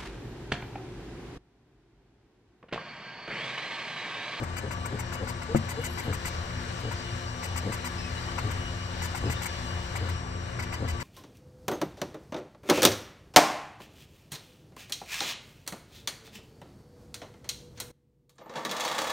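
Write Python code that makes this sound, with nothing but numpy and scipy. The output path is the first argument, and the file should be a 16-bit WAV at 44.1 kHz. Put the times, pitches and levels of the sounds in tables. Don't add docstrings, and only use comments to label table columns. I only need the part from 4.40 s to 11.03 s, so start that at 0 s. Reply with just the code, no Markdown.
import sys
import numpy as np
from scipy import signal
from scipy.fft import rfft, irfft
from scipy.io import wavfile
from scipy.ndimage import uniform_filter1d

SR = 44100
rng = np.random.default_rng(int(sys.argv[2]) if len(sys.argv) > 2 else 0)


def to_wav(sig):
    pcm = np.clip(np.atleast_2d(sig), -1, 1) * 32767
    pcm = np.round(pcm).astype(np.int16)
    wavfile.write(sys.argv[1], SR, pcm.T)


def boost(x):
    u = np.asarray(x, float) / 20
    return 10 ** u


N = 292383
TIME = np.arange(N) / SR
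FREQ = np.arange(N // 2 + 1) * SR / N + 1e-3

# [t/s, frame shake/dB, row motor groan f/Hz]
TURNS = [(0.014, -29, 312), (0.25, -29, 410), (0.535, -29, 402), (0.824, -28.5, 530), (1.112, -35, 455),
         (1.389, -32, 459), (1.688, -26, 297), (2.465, -29.5, 430), (3.272, -26, 474), (4.06, -30.5, 417),
         (4.862, -28, 373), (5.635, -32, 472), (6.423, -28, 297)]
# [t/s, level/dB]
TURNED_AWAY = [
    (0, -5.5),
    (1.1, -3),
    (1.9, -0.5),
    (5.7, 0.5),
    (5.85, -6.5),
    (6.63, -4),
]


def along(table):
    return np.interp(TIME, *np.transpose(table))


def on_log(table):
    hz, value = np.transpose(table)
    return np.interp(np.log(FREQ), np.log(hz), value)


def level(x, db):
    return x * boost(db) / np.sqrt(np.mean(x ** 2))


def walk(rate):
    knots = np.repeat(rng.standard_normal(int(rate * N / SR) + 2), 4)
    knots = uniform_filter1d(knots, size=4)
    return 1.2 * np.interp(TIME * rate * 4, np.arange(len(knots)), knots)


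def tone(hz):
    return np.sqrt(2) * np.sin(2 * np.pi * np.cumsum(hz) / SR)


def ring(x, modes):
    out = 0
    for k, (hz, width, db) in enumerate(modes):
        b, a = signal.iirpeak(hz, hz / width, fs=SR)
        out = out + (-1) ** k * boost(db) * signal.lfilter(b, a, x)
    return out


def gate(rows, edge_s):
    corners = []
    for s, d, db in rows:
        corners += [(s, 0), (s + edge_s, boost(db)), (s + d, boost(db)), (s + d + edge_s, 0)]
    return along(corners)


def ticks(hz, jitter, scatter_db):
    chance = rng.standard_normal((int(1.2 * hz * N / SR), 2))
    at = (np.cumsum(1 + jitter * chance[:, 0]) * SR / hz).astype(int)
    out = np.zeros(N)
    out[at[at < N]] = boost(scatter_db * chance[at < N, 1])
    return out


def beam():
    # [t/s, length/s, crackle level/dB, buzz level/dB, flare level/dB]
    burns = [(.030, .014, -51, -46, -41), (.163, .028, -46.5, -37, -38), (.308, .028, -50, -41, -39),
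             (.453, .014, -46, -44, -41), (.588, .022, -44, -41, -40), (.723, .033, -47, -38.5, -39),
             (.872, .035, -48, -39, -39), (1.018, .017, -51.5, -45, -39), (1.157, .018, -42.5, -39, -43),
             (1.285, .036, -45, -39, -40), (1.434, .036, -43, -38, -41), (1.575, .028, -45.5, -38, -37),
             (1.727, .024, -44, -37.5, -40), (1.850, .036, -43, -36.5, -39), (2.386, .025, -57, -50, -48),
             (2.512, .018, -51, -46, -40), (3.025, .036, -45.5, -37.5, -38), (3.158, .032, -44.5, -39, -39),
             (3.318, .031, -43, -37, -40), (3.442, .033, -44.5, -37, -38), (3.980, .015, -47, -36, -36),
             (4.105, .013, -44, -43, -39), (4.617, .045, -44, -38, -38), (4.748, .036, -46, -39, -39),
             (4.897, .036, -45, -40, -38), (5.015, .031, -43.5, -36.5, -40), (5.053, .015, -41, -35, -37),
             (5.553, .022, -46, -38, -37), (5.685, .016, -46, -44, -39), (6.190, .019, -50, -38, -40),
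             (6.216, .026, -51, -39, -43), (6.322, .032, -49.5, -37.5, -39), (6.475, .036, -48, -38, -40),
             (6.597, .03, -50, -40, -41)]
    # [f/Hz, width/Hz, level/dB]
    tile = [(960, 260, -6.5), (1450, 500, -8), (2003, 90, 0), (2300, 350, -4.5), (2880, 250, -3.5),
            (3500, 600, -15), (4150, 500, -17), (4700, 600, -5.5)]
    # [f/Hz, width/Hz, level/dB]
    shroud = [(6100, 900, 2), (7250, 800, 6.5), (8150, 500, 9), (9150, 300, 4), (9900, 600, 4),
              (10900, 500, 0), (11800, 600, 5), (12600, 1400, 2), (13000, 800, -5), (14300, 2100, 0)]
    # [f/Hz, width/Hz, level/dB]
    hollow = [(880, 160, 1), (1030, 200, 1), (1420, 350, 0), (2350, 500, -6), (4900, 700, -13)]
    chop_hz, spit_lag_s = 1002, .0005

    flashes = ticks(chop_hz, .012, 2.5) * boost(1.5 * walk(150))
    spit = rng.standard_normal((2, N)) * boost(2.0 * walk(200))
    rasp = level(flashes, 0) + level(spit[0], 0)
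    buzz = level(ring(rasp, tile), -6.5)
    puff = .5 + level(signal.lfilter([1], [1, -.9], flashes), -31.0)
    crackle = level(ring(puff * spit[1], shroud), 0)

    enter = gate([(s - .001, .009, flare) for s, _, _, _, flare in burns], .0008)
    leave = gate([(s + d - .008, .009, flare - 5) for s, d, _, _, flare in burns], .003)
    pops = level(ring(rasp + spit[0], hollow), -1.5) * (enter + leave)
    lit = gate([(s, d - .002, db + .5) for s, d, _, db, _ in burns], .004)
    grit = gate([(s + spit_lag_s, d - 4 * spit_lag_s, db - 2.5) for s, d, db, *_ in burns], .0045)
    return pops + buzz * lit + crackle * grit


def motor():
    # [multiple of the coil cycle, level/dB rms]
    orders = [(1, -50), (2, -55), (3, -62), (4, -60), (14, -66), (16, -58.5), (31, -70), (32, -57),
              (33, -58.5), (34, -76), (40, -76), (45, -77), (46, -78), (47, -78), (48, -75), (50, -80)]
    # [t/s, level/dB]
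    closeness = [
        (0, -25),
        (.3, -7),
        (1.8, -4.5),
        (2.5, -2.5),
        (4.6, -2.5),
        (5.9, -3),
        (6.63, -5.5),
    ]
    # [f/Hz, time from the turn/s, half length/s, level/dB]
    housing = (5790, .041, .007, -55)
    ramp_s, step_hz = .068, 174.96

    from_turn = [np.abs(TIME - s) for s, *_ in TURNS]
    speed = np.min([np.clip(away / ramp_s, 0, 1) for away in from_turn], axis=0)
    turn = 2 * np.pi * np.cumsum(step_hz * speed) / SR
    near_db = along(closeness)

    hz, lag_s, half_s, ring_db = housing
    passing = sum(np.exp(-((away - lag_s) / half_s) ** 2) for away in from_turn)
    out = boost(ring_db + near_db + 4.3 * walk(11)) * passing * np.sin(2 * np.pi * hz * TIME)
    for k, db in orders:
        strength = boost(db + near_db * (k > 20) + 2.0 * walk(25))
        fade = speed ** (0.4 + 0.14 * k)
        out = out + strength * fade * np.sqrt(2) * np.sin(k * turn + k * k)
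    return out


def frame():
    # [f/Hz, width/Hz, level/dB]
    rails = [(104.7, 32.4, 1.5), (143, 27, 1.5), (202, 46, -3), (315, 54, -5.5), (439, 35, -4.5),
             (538, 38, -6), (684, 73, -10.5), (930, 200, -13)]
    cog_hz, long_pass_s = 103.8, .6

    jolts = level(ticks(cog_hz, .15, 2.5), 0) + .45 * rng.standard_normal(N)
    rubber_belts = signal.butter(2, 620, fs=SR, output="sos")
    soft = signal.sosfilt(rubber_belts, jolts)
    push, groan = 0, 0
    passes = np.diff([s for s, *_ in TURNS], prepend=0, append=N / SR)
    longest = np.maximum(passes[:-1], passes[1:])
    for (s, db, hz), pass_s in zip(TURNS, longest):
        half_s, groan_db = (.052, -42) if pass_s > long_pass_s else (.034, -35)
        u = np.clip((TIME - s) / half_s, -1, 1)
        swell = np.cos(np.pi / 2 * u)
        push = push + boost(db - 11) * swell
        rising = np.sin(2 * np.pi * hz * half_s * (u + 0.046 * u ** 2))
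        groan = groan + boost(groan_db) * swell ** 2 * rising
    return ring(push * soft, rails) * boost(26.5) + groan * boost(-1 + 3.5 * walk(70))


def knock():
    # [t/s, peak level/dB]
    blow = (1.148, -12.5)
    # [f/Hz, level/dB, t60/s]
    wood = [(103, -11, 0.32), (144.3, 1.5, 0.18), (223, -0.5, 0.17), (335, 3.5, 0.1), (424, -3, 0.053),
            (533, 1.5, 0.037), (690, -8, 0.041), (1240, -3.5, 0.02)]
    start_s, peak_db = blow
    t = np.clip(TIME - start_s, 0, None)
    body = 0
    for hz, db, t60 in wood:
        body = body + boost(db) * np.exp(-np.log(1000) * t / t60) * np.sin(2 * np.pi * hz * t)
    return boost(peak_db) * body / np.max(np.abs(body))


def squeal():
    # [t/s, length/s, f/Hz, level/dB]
    slip = (1.4, 0.27, 11398, -61)
    s, d, hz, db = slip
    whistle = ring(rng.standard_normal(N), [(hz, 40, 0)])
    return level(whistle, 0) * gate([(s, d, db)], 0.015)


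def sway():
    # [t/s, length/s, f/Hz, level/dB]
    booms = [
        (4.04, .16, 97, -36),
        (5.6, .13, 95, -37),
        (6.45, .12, 85, -35),
    ]
    out = 0
    for s, d, hz, db in booms:
        out = out + gate([(s, d, db)], .03) * tone(hz + 6.0 * walk(30)) * boost(3.0 * walk(25))
    return out


def fan():
    # [t/s, fifth blade multiple f/Hz]
    fan_speed = [(0, 2905), (.55, 2903), (.9, 2892), (1.9, 2892), (2.3, 2919), (2.95, 2927), (3.5, 2892),
                 (3.85, 2918), (4.55, 2924), (4.8, 2896), (5.15, 2887), (5.4, 2913), (6.15, 2923),
                 (6.4, 2892), (6.63, 2888)]
    # [multiple of the blade rate, level/dB rms]
    multiples = [(1, -66.5), (2, -53.5), (3, -66), (4, -68), (5, -57.5), (6, -67), (7, -63.5), (8, -60.5)]
    blade_hz = along(fan_speed) / 5 + 1.6 * walk(30)
    turn = 2 * np.pi * np.cumsum(blade_hz) / SR
    away_db = along(TURNED_AWAY)
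    out = 0
    for k, db in multiples:
        strength = boost(db + away_db * (k > 4) + 4.03 * walk(30))
        out = out + strength * np.sqrt(2) * np.sin(k * turn + k)
    return out


def blade_rush():
    # [f/Hz, width/Hz, level/dB]
    blurred = [(440, 50, 4), (895, 45, -1), (1040, 50, 0), (1720, 120, -4), (1448, 40, -5), (3860, 50, -11),
               (528, 30, 0), (6400, 80, -18), (7400, 120, -13), (8400, 100, -17), (11250, 200, -24)]
    return level(ring(rng.standard_normal(N), blurred), -54)


def ports(near, far_left, far_right, share):
    # [f/Hz, phase/rad]
    lead = [(0, 0), (950, 1.1), (1890, 5.9), (2410, 6.5), (2930, 10.5), (3880, 13.2), (5600, 18.7),
            (5860, 18.5), (9040, 27.7), (9990, 29.1), (10200, 30.5), (11200, 28.7), (14000, 31.1),
            (15200, 41.2)]
    # [f/Hz, level/dB]
    lean = [(60, 2.5), (110, 3.0), (200, 3.5), (380, 3.5), (700, 6.0), (1290, 5.5), (2380, 3.5),
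            (4400, 4.0), (8120, 10.5), (15000, 8.0)]
    late = np.exp(-1j * np.interp(FREQ, *np.transpose(lead)))
    common, apart = np.sqrt(share), np.sqrt(1 - share)
    left = common * near + apart * far_left
    right = common * near * late + apart * far_right
    half_db = on_log(lean) / 2
    return np.array([left * boost(half_db), right * boost(-half_db)])


def air(alike):
    # [f/Hz, level/dB per Hz]
    rush = [(20, -9), (45, -8), (90, -2), (150, -14.5), (300, -19), (700, -21), (1700, -14.5),
            (2600, -26.5), (4200, -26), (6600, -35), (8500, -38), (11000, -46.5), (15200, -47),
            (15600, -70)]
    # [f/Hz, width/Hz, left level/dB, right level/dB]
    hollows = [(826, 20, -4.5, -16), (1002, 17, -21, 3), (1250, 56, -5.5, 6), (1555, 285, -1.5, -11.5),
               (1950, 240, -2.5, 1), (2565, 195, -7, 5), (2815, 275, 6.5, -6.5), (3434, 74, -7, -17),
               (3550, 86, 0, 2), (4130, 130, 1, -2), (4500, 150, -4, 1)]
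    colour = ports(*rfft(rng.standard_normal((3, N))), alike) * boost(on_log(rush))
    echo_db = 0
    for hz, width, *db in hollows:
        echo_db = echo_db + np.outer(db, np.exp(-((FREQ - hz) / width) ** 2))
    colour = colour * boost(echo_db)
    away_db = along(TURNED_AWAY)
    out, shared = 0, walk(8.8)
    for octave in np.arange(4.5, 14.5, .5):
        window = np.clip(1 - 2 * np.abs(np.log2(FREQ) - octave), 0, 1)
        band = irfft(colour * window, N)
        tilt = np.clip((octave - 9.5) / 3.0, 0, 1)
        out = out + band * boost(tilt * away_db + .6 * shared + 1.0 * walk(14))
    return level(out, -42)


def hum():
    # [f/Hz, level/dB rms, wobble/Hz]
    steady = [(60.3, -54, 2.51), (86.1, -43, 3.85), (116.75, -46.5, 2.99), (247.2, -53.5, 3)]
    return sum(boost(db + 3.1 * walk(14)) * tone(hz + wobble * walk(15)) for hz, db, wobble in steady)


def bird():
    # [t/s, length/s, start f/Hz, end f/Hz, octave level/dB]
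    notes_sung = [
        (3.572, .118, 2635, 2505, -51),
        (3.69, .025, 2380, 2330, -55),
        (3.70, .04, 2110, 1950, -54),
        (3.765, .035, 1990, 1900, -55),
        (3.875, .05, 1540, 1420, -54),
        (4.852, .036, 2600, 2590, -55),
        (4.96, .025, 1830, 1810, -54),
        (4.99, .02, 1850, 1830, -54),
        (5.085, .03, 1760, 1720, -56),
    ]
    low_db, tip_db, waver_hz = -6, 9, 18
    out, rasp = np.zeros(N), boost(3.0 * walk(90))
    for s, d, hz0, hz1, db in notes_sung:
        u = np.arange(int(d * SR)) / (d * SR)
        waver = waver_hz * np.sin(2 * np.pi * 45 * d * u)
        phase = 2 * np.pi * np.cumsum(hz0 + (hz1 - hz0) * u ** 2 + waver) / SR
        lower = boost(db + low_db + tip_db * u) * np.sin(phase)
        octave = boost(db - tip_db * u ** 2) * np.sin(2 * phase)
        start = int(s * SR)
        out[start:start + len(u)] += 2.0 * np.sqrt(np.sin(np.pi * u)) * (lower + octave)
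    return out * rasp


def room():
    t60_s, even_hz = 0.04, 200
    t = np.arange(int(t60_s * SR)) / SR
    tails = rng.standard_normal((2, len(t))) * np.exp(-np.log(1000) * t / t60_s)
    echo = rfft(tails, N)
    power = uniform_filter1d(np.abs(echo) ** 2, size=int(even_hz * N / SR), axis=1)
    return echo * boost(1.0) / np.sqrt(power)


def scene():
    # [f/Hz, share/0-1]
    likeness = [(60, 0.93), (130, 1), (300, 0), (700, 0.66), (1500, 0.29), (3000, 0.08), (7000, 0.23),
                (15000, 0.33)]
    alike = np.clip(on_log(likeness), 0, 1)
    echoed = rfft(beam() + knock() + squeal() + blade_rush())
    direct = rfft(motor() + frame() + sway() + fan() + hum() + bird())
    heard = ports(echoed, *(echoed * room()), alike) + ports(direct, 0, 0, 0.5)
    return irfft(heard, N) + air(alike)


def low_pass(x):
    return signal.sosfilt(signal.butter(12, 15710, fs=SR, output="sos"), x)


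def record(dry):
    # [f/Hz, level/dB]
    port_dip = [(8900, 4.5), (9030, -14), (10250, -15), (10500, -0.5)]
    faint_db, spread_db, faint_hz, top_hz = -91, 6.0, 8900, 15600
    hz, t, cells = signal.stft(dry, SR, nperseg=1024)
    cells = cells * boost(np.interp(hz, *np.transpose(port_dip)))[:, None]
    hz = hz[:, None]
    strength = np.sqrt(uniform_filter1d(np.abs(cells) ** 2, size=8, axis=1))

    patches = rng.standard_normal((len(hz) // 8 + 1, len(t) // 4 + 1))
    patches = np.kron(patches, np.ones((8, 4)))[:len(hz), :len(t)]
    threshold = boost(faint_db - 3 * (hz > port_dip[-1][0]) + spread_db * patches)
    keep = np.clip(2 * strength / threshold - 1, .05, 1) ** 2
    keep = np.where(hz < faint_hz, 1, keep) * (hz < top_hz)
    mix = signal.istft(cells * keep, SR, nperseg=1024)[1][:, :N]
    return low_pass(mix)


dry = scene()
out = record(dry)
to_wav(out)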